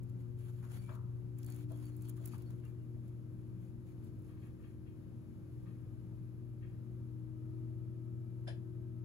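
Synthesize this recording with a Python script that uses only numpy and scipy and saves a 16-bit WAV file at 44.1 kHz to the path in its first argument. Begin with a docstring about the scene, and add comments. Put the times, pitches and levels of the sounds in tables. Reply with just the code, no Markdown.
"""Mains hum, a slowly rising motor whine and rumble fill a quiet room; at once, claws tick on wire.
A hamster climbs over a wire shelf into a plastic house stuffed with paper, close to a two-port
microphone. Pushed paper rustles in tiny snaps, contacts ring the house walls as dull knocks,
and rubbed wires sing briefly. Later, scuffs excite the air inside the house."""
import sys
import numpy as np
from scipy import signal
from scipy.fft import rfft, irfft, next_fast_len
from scipy.io import wavfile
from scipy.ndimage import uniform_filter1d

SR = 44100
rng = np.random.default_rng(int(sys.argv[2]) if len(sys.argv) > 2 else 0)


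def unload_wav(signal):
    """Save mono or channel-first audio to the path in sys.argv[1] as 16-bit WAV at rate SR, clipped to [-1, 1]."""
    wavfile.write(
        sys.argv[1],
        SR,
        np.round(np.clip(np.atleast_2d(signal).T, -1, 1) * 32767).astype(np.int16),
    )


N = 398884


def amp(db):
    """Decibels to gain."""
    return 10 ** (np.asarray(db) / 20)


def unit_rms(x):
    """Scale to rms 1."""
    return x / np.sqrt(np.mean(x ** 2) + 1e-20)


def over_frequency(rows, hz):
    """Table columns interpolated over log frequency."""
    row_hz, *columns = np.transpose(rows)
    return [np.interp(np.log(hz + 1), np.log(row_hz + 1), c) for c in columns]


def over_time(rows):
    """A (t/s, value) curve at every sample."""
    return np.interp(np.arange(N) / SR, *np.transpose(rows))


def drift(knots_per_s):
    """Random wander between unit-variance knots."""
    return np.interp(np.arange(N) / SR * knots_per_s, np.arange(400), rng.standard_normal(400))


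def colour(x, gain):
    """Filter by a gain function of frequency."""
    size = next_fast_len(x.shape[-1])
    spectrum = rfft(x, size) * gain(np.fft.rfftfreq(size, 1 / SR))
    return irfft(spectrum, size)[..., :x.shape[-1]]


def resonance(hz, centre_hz, width_hz):
    """Gain of one resonance."""
    return 1 / np.sqrt(1 + (2 * (hz - centre_hz) / width_hz) ** 2)


def band_power(bands, hz):
    """Summed power of steep resonant bands."""
    return sum((amp(db) * resonance(hz, f, width_hz) ** 2) ** 2 for f, width_hz, db in bands)


def add(mix, start_s, sound):
    """Mix a sound in at start_s."""
    part = mix[:, max(round(start_s * SR), 0):][:, :sound.shape[1]]
    part += sound[:, :part.shape[1]]


def tone(hz, db, pan_db, lead_rad):
    """A sine on both ports; the left is louder by pan_db and ahead by lead_rad."""
    phase = 2 * np.pi * (np.cumsum(hz * np.ones(N)) / SR + rng.random())
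    return np.sqrt(2) * amp(db) * np.array([np.sin(phase), amp(-pan_db) * np.sin(phase - lead_rad)])


# Third harmonic of the hum: t/s, level/dB
HUM_THIRD = [(0, -60), (2.2, -58), (3.0, -66.5), (3.8, -87), (6.4, -78.5), (7.1, -60), (9.04, -57.5)]
# Steady tones: f/Hz, level/dB, pan/dB, left lead/rad
STEADY_TONES = [(99.97, -53.5, 8, 1)]


def mains_hum():
    """Two hums a fraction of a hertz apart beat, beside a third harmonic and a steady tone."""
    weaker_ratio, beat_hz, quietest_s = 0.54, 0.14, 4.71
    t = np.arange(N) / SR
    beat = abs(1 - weaker_ratio * np.exp(2j * np.pi * beat_hz * (t - quietest_s)))
    hum = beat * tone(120.03, -46 + 0.62 * drift(6.3), pan_db=5.6, lead_rad=0.57)
    third = tone(360.1, over_time(HUM_THIRD) + 1.2 * drift(7.6), pan_db=5.5, lead_rad=-0.9)
    steady = sum(tone(hz, db + 2 * drift(5.1), pan, lead) for hz, db, pan, lead in STEADY_TONES)
    return hum + third + steady


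# Motor pitch: t/s, f/Hz
MOTOR_PITCH = [(0, 270.4), (.5, 275.3), (1.2, 289.1), (1.7, 301.1), (2.1, 306.5), (2.6, 310), (6.8, 311.3),
               (7.45, 316.6), (7.9, 320.7), (8.3, 322.7), (8.65, 321.6), (9.04, 318.6)]
# Room response by motor pitch: f/Hz, whine/dB, upper tone/dB, even overtone base/dB
MOTOR_LEVELS = [(270, -58, -90, -95), (276, -69, -90, -92), (288, -64, -90, -95), (301, -53, -78, -91),
                (307, -55.5, -67, -90), (310, -58.5, -62.5, -91), (313, -58.5, -63, -90),
                (316.5, -52.5, -68, -82), (321, -56, -76, -82), (325, -57.5, -76, -85)]


def motor_whine():
    """Pitch follows motor speed; the room favours some pitches."""
    hz = over_time(MOTOR_PITCH)
    whine_db, upper_db, even_db = over_frequency(MOTOR_LEVELS, hz)
    whine = tone(hz, whine_db + drift(6), pan_db=3.34, lead_rad=0.71)
    upper = tone(1.1435 * hz, upper_db + 1.4 * drift(7.6), pan_db=6, lead_rad=-0.22)
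    second = tone(2 * hz, even_db + 4, pan_db=7, lead_rad=-0.8)
    fourth = tone(4 * hz, even_db - 2, pan_db=8, lead_rad=-0.9)
    return whine + upper + second + fourth


# Room and microphone noise, left port: f/Hz, density/(dB per Hz)
ROOM_FLOOR = [(20, -100), (40, -81), (60, -76), (150, -74), (260, -84), (500, -93), (660, -101.5),
              (780, -105), (1200, -105.5), (2000, -113), (3500, -119.5), (6000, -124), (9500, -122),
              (15500, -126)]
# Narrow bands above that floor: f/Hz, width/Hz, peak density/(dB per Hz)
ROOM_BANDS = [(182.8, 6.5, -68.5), (232, 8.8, -72), (912, 14, -100), (1350, 6, -103), (1580, 20, -105),
              (2360, 20, -109), (2490, 14, -108), (2970, 25, -112), (3640, 25, -114), (10100, 69, -118),
              (11380, 90, -116)]


def room_rumble():
    """Low noise with a few narrow bands, gently swelling."""
    def timbre(hz):
        return np.sqrt(amp(over_frequency(ROOM_FLOOR, hz)[0]) ** 2 + band_power(ROOM_BANDS, hz))
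    noise = colour(rng.standard_normal((2, N)), timbre) * np.sqrt(SR / 2)
    return noise * amp(0.7 * drift(4))


# Claws on the wire: t/s, level/dB, body re tick/dB
CLAW_TICKS = [(.031, -64.5, -13), (.388, -72, -10), (0.095, -68, -6), (.716, -64, -20), (.726, -67, -20),
              (.95, -63.5, -5), (1.386, -54, -14), (1.431, -55.5, -1), (1.4457, -53, -9), (1.464, -52, -10),
              (1.501, -52, -15), (1.522, -53, -5), (1.545, -59, -12), (1.562, -55, -21),
              (1.7185, -58.5, -10), (1.7722, -66, -19), (1.855, -59, -25), (1.9654, -56.5, -27),
              (2.0214, -53, -24), (2.086, -52, -23), (2.0942, -47.5, -11), (2.0975, -46.5, -18),
              (2.167, -65.5, -2), (2.176, -71, -13), (2.251, -60, -17), (2.2572, -43.5, -13),
              (2.2595, -45, -12), (2.2753, -47, -12), (2.282, -54, -14), (2.3805, -60, -8),
              (2.42, -62.5, -3), (2.505, -64, -3), (2.651, -65, -6), (3.0794, -70, -6), (4.0428, -70, -20),
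              (4.1895, -73.5, -16), (4.2197, -70, -19)]


def claw_ticks():
    """A claw on wire gives a bright burst with a weaker body; harder ticks are shorter."""
    soft_db, soft_rise_s, soft_t60_s, halving_db = -61, 0.0028, 0.03, 14
    corners_hz = [500, 2000, 5000, 7500]
    out, t = np.zeros((2, N)), np.arange(4096) / SR
    for at_s, db, body_db in CLAW_TICKS:
        corners_db = [body_db - 25, body_db, body_db, 0]
        burst = colour(rng.standard_normal((2, len(t))),
                       lambda hz: amp(np.interp(hz, corners_hz, corners_db)))
        stretch = 2 ** ((soft_db - db) / halving_db)
        rise_s, t60_s = soft_rise_s * stretch, soft_t60_s * stretch
        envelope = np.minimum(t / rise_s, 1) * amp(-60 * np.maximum(t - rise_s, 0) / t60_s)
        add(out, at_s - rise_s / 2, amp(db) * unit_rms(burst) * envelope)
    return out


# Bouts of pushing paper: t/s, length/s, level/dB
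PAPER_BOUTS = [(0.075, 0.015, -79), (0.196, 0.016, -75), (0.38, 0.072, -71), (0.448, 0.054, -67.5),
               (.52, .09, -73), (.621, .028, -66), (.66, .04, -73), (0.702, 0.023, -62.5),
               (0.736, 0.038, -60), (0.771, 0.031, -67.5), (0.807, 0.15, -68.5), (1.367, .11, -71.5),
               (1.473, .16, -63.5), (1.689, 0.21, -68.5), (1.907, 0.115, -70.5), (2.01, 0.1, -66.5),
               (2.114, .04, -77), (2.156, 0.076, -71.5), (2.235, 0.063, -66), (2.309, 0.05, -62.5),
               (2.384, 0.04, -68), (2.44, .04, -76), (2.492, 0.037, -72), (2.54, 0.063, -77.5),
               (2.63, 0.075, -74), (3.038, 0.054, -78), (3.395, .015, -80), (3.6, .097, -77),
               (3.86, 0.058, -77), (4.03, 0.054, -74.5), (4.237, 0.076, -75.5), (4.403, 0.074, -76),
               (4.597, 0.15, -79.5), (5.502, 0.23, -83.5)]


def paper_envelope():
    """Each bout swells, holds unevenly and dies away; powers add."""
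    rise_s, t60_s, stir_db = 0.026, 0.11, 1.5
    power, t = np.zeros(N), np.arange(N) / SR
    for start_s, length_s, db in PAPER_BOUTS:
        swell = np.clip((t - start_s) / rise_s + 0.5, 0, 1)
        fall_db = 60 * np.clip((t - start_s - length_s) / t60_s, 0, 2)
        power += (swell * amp(db - fall_db)) ** 2
    return np.sqrt(power) * amp(stir_db * drift(35))


# Paper spectrum: f/Hz, gain/dB
PAPER_SPECTRUM = [(500, 9), (1500, 8), (3000, -17), (5500, -17), (6500, -8), (8300, -4.5), (11000, -1.5),
                  (15000, -4.5)]
# Wires ringing with the rustle: f/Hz, width/Hz, gain/dB
WIRE_MODES = [(2410, 460, 2), (3260, 590, -0.5), (4400, 280, -3.5), (6950, 410, -3), (10000, 750, -5)]


def paper_rustle():
    """Dense tiny snaps of uneven size over a fizz, riding the animal's movements."""
    def timbre(hz):
        ring = sum(amp(db) * resonance(hz, f, width_hz) for f, width_hz, db in WIRE_MODES)
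        return amp(over_frequency(PAPER_SPECTRUM, hz)[0]) + ring
    snaps_per_s, snap_decay_s, fizz, flare_db = 500, 0.0012, 2.5, 2
    sizes = amp(3 * np.minimum(rng.exponential(1, N), 5))
    impulses = sizes * (rng.random(N) < snaps_per_s / SR)
    snaps = signal.lfilter([1], [1, -np.exp(-1 / (snap_decay_s * SR))], impulses)
    grain = rng.standard_normal((2, N)) * (fizz + unit_rms(snaps))
    spectra = signal.stft(colour(grain, timbre), nperseg=256)[2]
    # Each scrap has its own colour: spectral patches flare and fade.
    patches = uniform_filter1d(rng.standard_normal(spectra.shape[1:]), size=5, axis=0)
    patches = unit_rms(uniform_filter1d(patches, size=20, axis=1))
    scraps = signal.istft(spectra * amp(flare_db * patches), nperseg=256)[1][:, :N]
    return unit_rms(scraps) * paper_envelope()


def contacts(rows, modes, rise_per_t60):
    """Each rough contact excites the modes near its own band."""
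    out, t = np.zeros((2, N)), np.arange(16384) / SR
    for start_s, db, centre_hz, width_oct, t60_s in rows:
        def timbre(hz):
            offset_oct = np.log2(hz / centre_hz + 1e-9)
            return np.sqrt(band_power(modes, hz)) * np.exp(-0.5 * (offset_oct / width_oct) ** 2)
        ring = unit_rms(colour(rng.standard_normal((2, len(t))), timbre))
        rise_s = rise_per_t60 * t60_s
        envelope = np.minimum(t / rise_s, 1) ** 2 * amp(-60 * np.maximum(t - rise_s, 0) / t60_s)
        add(out, start_s, amp(db) * ring * envelope)
    return out


# Knocks and scrapes on the house: t/s, level/dB, f/Hz, width/oct, t60/s
HOUSE_KNOCKS = [(.612, -63, 1300, .5, .4), (.876, -54, 1300, .5, .3), (.891, -63, 2800, .7, .05),
                (.89, -61, 1150, .3, .7), (.885, -58, 620, .3, .25), (1.694, -54, 700, .7, .28),
                (1.705, -60, 900, .6, .06), (2.168, -66, 1400, .5, .2), (2.195, -64, 650, .4, .25),
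                (2.325, -58, 1200, .5, .2), (2.62, -69, 2000, .5, .35), (2.962, -63, 600, .5, .1),
                (3.043, -65, 620, .5, .08), (6.118, -68, 700, .5, .07), (7.616, -67, 650, .5, .07),
                (8.462, -54, 1700, .15, .25), (8.468, -46.5, 620, .45, .2), (8.468, -52, 4600, .9, .2),
                (8.49, -65, 3000, .4, .24)]
# Wall modes: f/Hz, width/Hz, gain/dB
WALL_MODES = [(517, 290, 7), (637, 83, 12), (936, 200, 2.5), (1200, 560, -1.5), (1653, 300, -5),
              (2030, 420, -12), (2480, 820, -12.5), (3100, 180, -8.5), (3460, 260, -10), (4120, 220, -16),
              (4800, 300, -15), (5300, 190, -14), (6400, 4100, -32), (7450, 410, -27), (8450, 550, -19),
              (10070, 370, -17), (10500, 200, -18)]


def house_knocks():
    """The plastic walls ring dully when bumped."""
    return contacts(HOUSE_KNOCKS, WALL_MODES, rise_per_t60=0.057)


# Rubs on single wires: t/s, length/s, f/Hz, level/dB
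WIRE_RUBS = [(.76, .09, 4500, -78), (.765, 0.22, 2330, -71.5), (1.439, 0.12, 4440, -74),
             (1.695, 0.086, 3310, -78), (1.70, .1, 4450, -86), (1.822, 0.077, 4540, -76.5),
             (1.887, 0.093, 4260, -83), (2.028, 0.09, 4430, -81), (2.301, .065, 4600, -77),
             (2.31, 0.037, 3220, -83), (2.44, 0.069, 4420, -79), (2.62, 0.064, 2750, -77),
             (2.77, 0.088, 2800, -86)]


def wire_rubs():
    """A rubbed wire sings: friction noise held in one narrow resonance."""
    out = np.zeros((2, N))
    for start_s, length_s, ring_hz, db in WIRE_RUBS:
        friction = rng.standard_normal((2, 12000))
        ring = unit_rms(colour(friction, lambda hz: resonance(hz, ring_hz, width_hz=100) ** 2))
        envelope = signal.windows.tukey(round(length_s * SR), 0.8)
        add(out, start_s, amp(db) * ring[:, :len(envelope)] * envelope)
    return out


# Scuffs inside the house: t/s, level/dB, f/Hz, width/oct, t60/s
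HOUSE_SCUFFS = [(4.27, -72, 2200, .8, .35), (4.365, -72, 2200, .7, .12), (4.405, -69, 2200, .7, .3),
                (4.445, -71, 2100, .6, .25), (4.585, -73, 1800, .5, .2), (4.615, -68, 2200, .6, .35),
                (4.845, -73, 2600, .4, .35), (5.63, -70, 2000, .9, .5), (6.6, -67, 2150, .45, .42)]
# Modes of the enclosed air: f/Hz, width/Hz, gain/dB
AIR_MODES = [(1190, 200, 5.5), (1630, 150, 0), (1853, 110, 2.5), (2210, 200, -5), (2530, 210, -4),
             (2790, 200, -8), (3230, 150, -3), (3740, 330, -14), (4300, 580, -10)]


def house_scuffs():
    """Scuffs excite the air in the house, swelling more slowly than knocks."""
    return contacts(HOUSE_SCUFFS, AIR_MODES, rise_per_t60=0.077)


# Port pair: f/Hz, likeness/(0-1), left over right/dB, left lead besides the time offset/rad
PORT_RESPONSE = [(39, 0.04, 0, 1.5), (90.4, 0.64, -4.5, 1.49), (169, 0.81, 3.5, 1.15), (446, 0.26, 4, 0.18),
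                 (1250, 0.78, 7, 0.63), (2140, 0, 4.5, 0.15), (3930, 0.26, 2, 0.43), (5770, 0, 0, 1.7),
                 (6600, 0.6, 1, 1.9), (7600, 1, -0.5, 1.53), (15100, 0.93, -1, 1.8)]


def microphone_ports(pair):
    """The right port hears a time- and phase-shifted copy of the left plus an unrelated part."""
    right_ahead_s = 0.000206
    def right_gains(hz):
        likeness, pan_db, lead_rad = over_frequency(PORT_RESPONSE, hz)
        likeness = np.clip(likeness, 0, 1)
        weights = np.array([likeness, np.sqrt(1 - likeness ** 2)])
        phase_rad = 2 * np.pi * hz * right_ahead_s - lead_rad
        return weights * amp(-pan_db) * np.exp(1j * phase_rad)
    return np.array([pair[0], colour(pair, right_gains).sum(0)])


def scene():
    """Noisy sources pass through the ports; tones carry their own direction."""
    noises = room_rumble() + claw_ticks() + paper_rustle() + house_knocks() + wire_rubs() + house_scuffs()
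    return microphone_ports(noises) + mains_hum() + motor_whine()


def record(dry):
    """Microphone bass cut, then the band limit."""
    low_hz, high_hz = 35, 15700
    bass_cut = signal.butter(3, low_hz, "high", fs=SR, output="sos")
    band_limit = signal.firwin(511, high_hz, window=("kaiser", 9), fs=SR)
    return signal.oaconvolve(signal.sosfilt(bass_cut, dry), band_limit[None], "same")


dry = scene()
out = record(dry)
unload_wav(out)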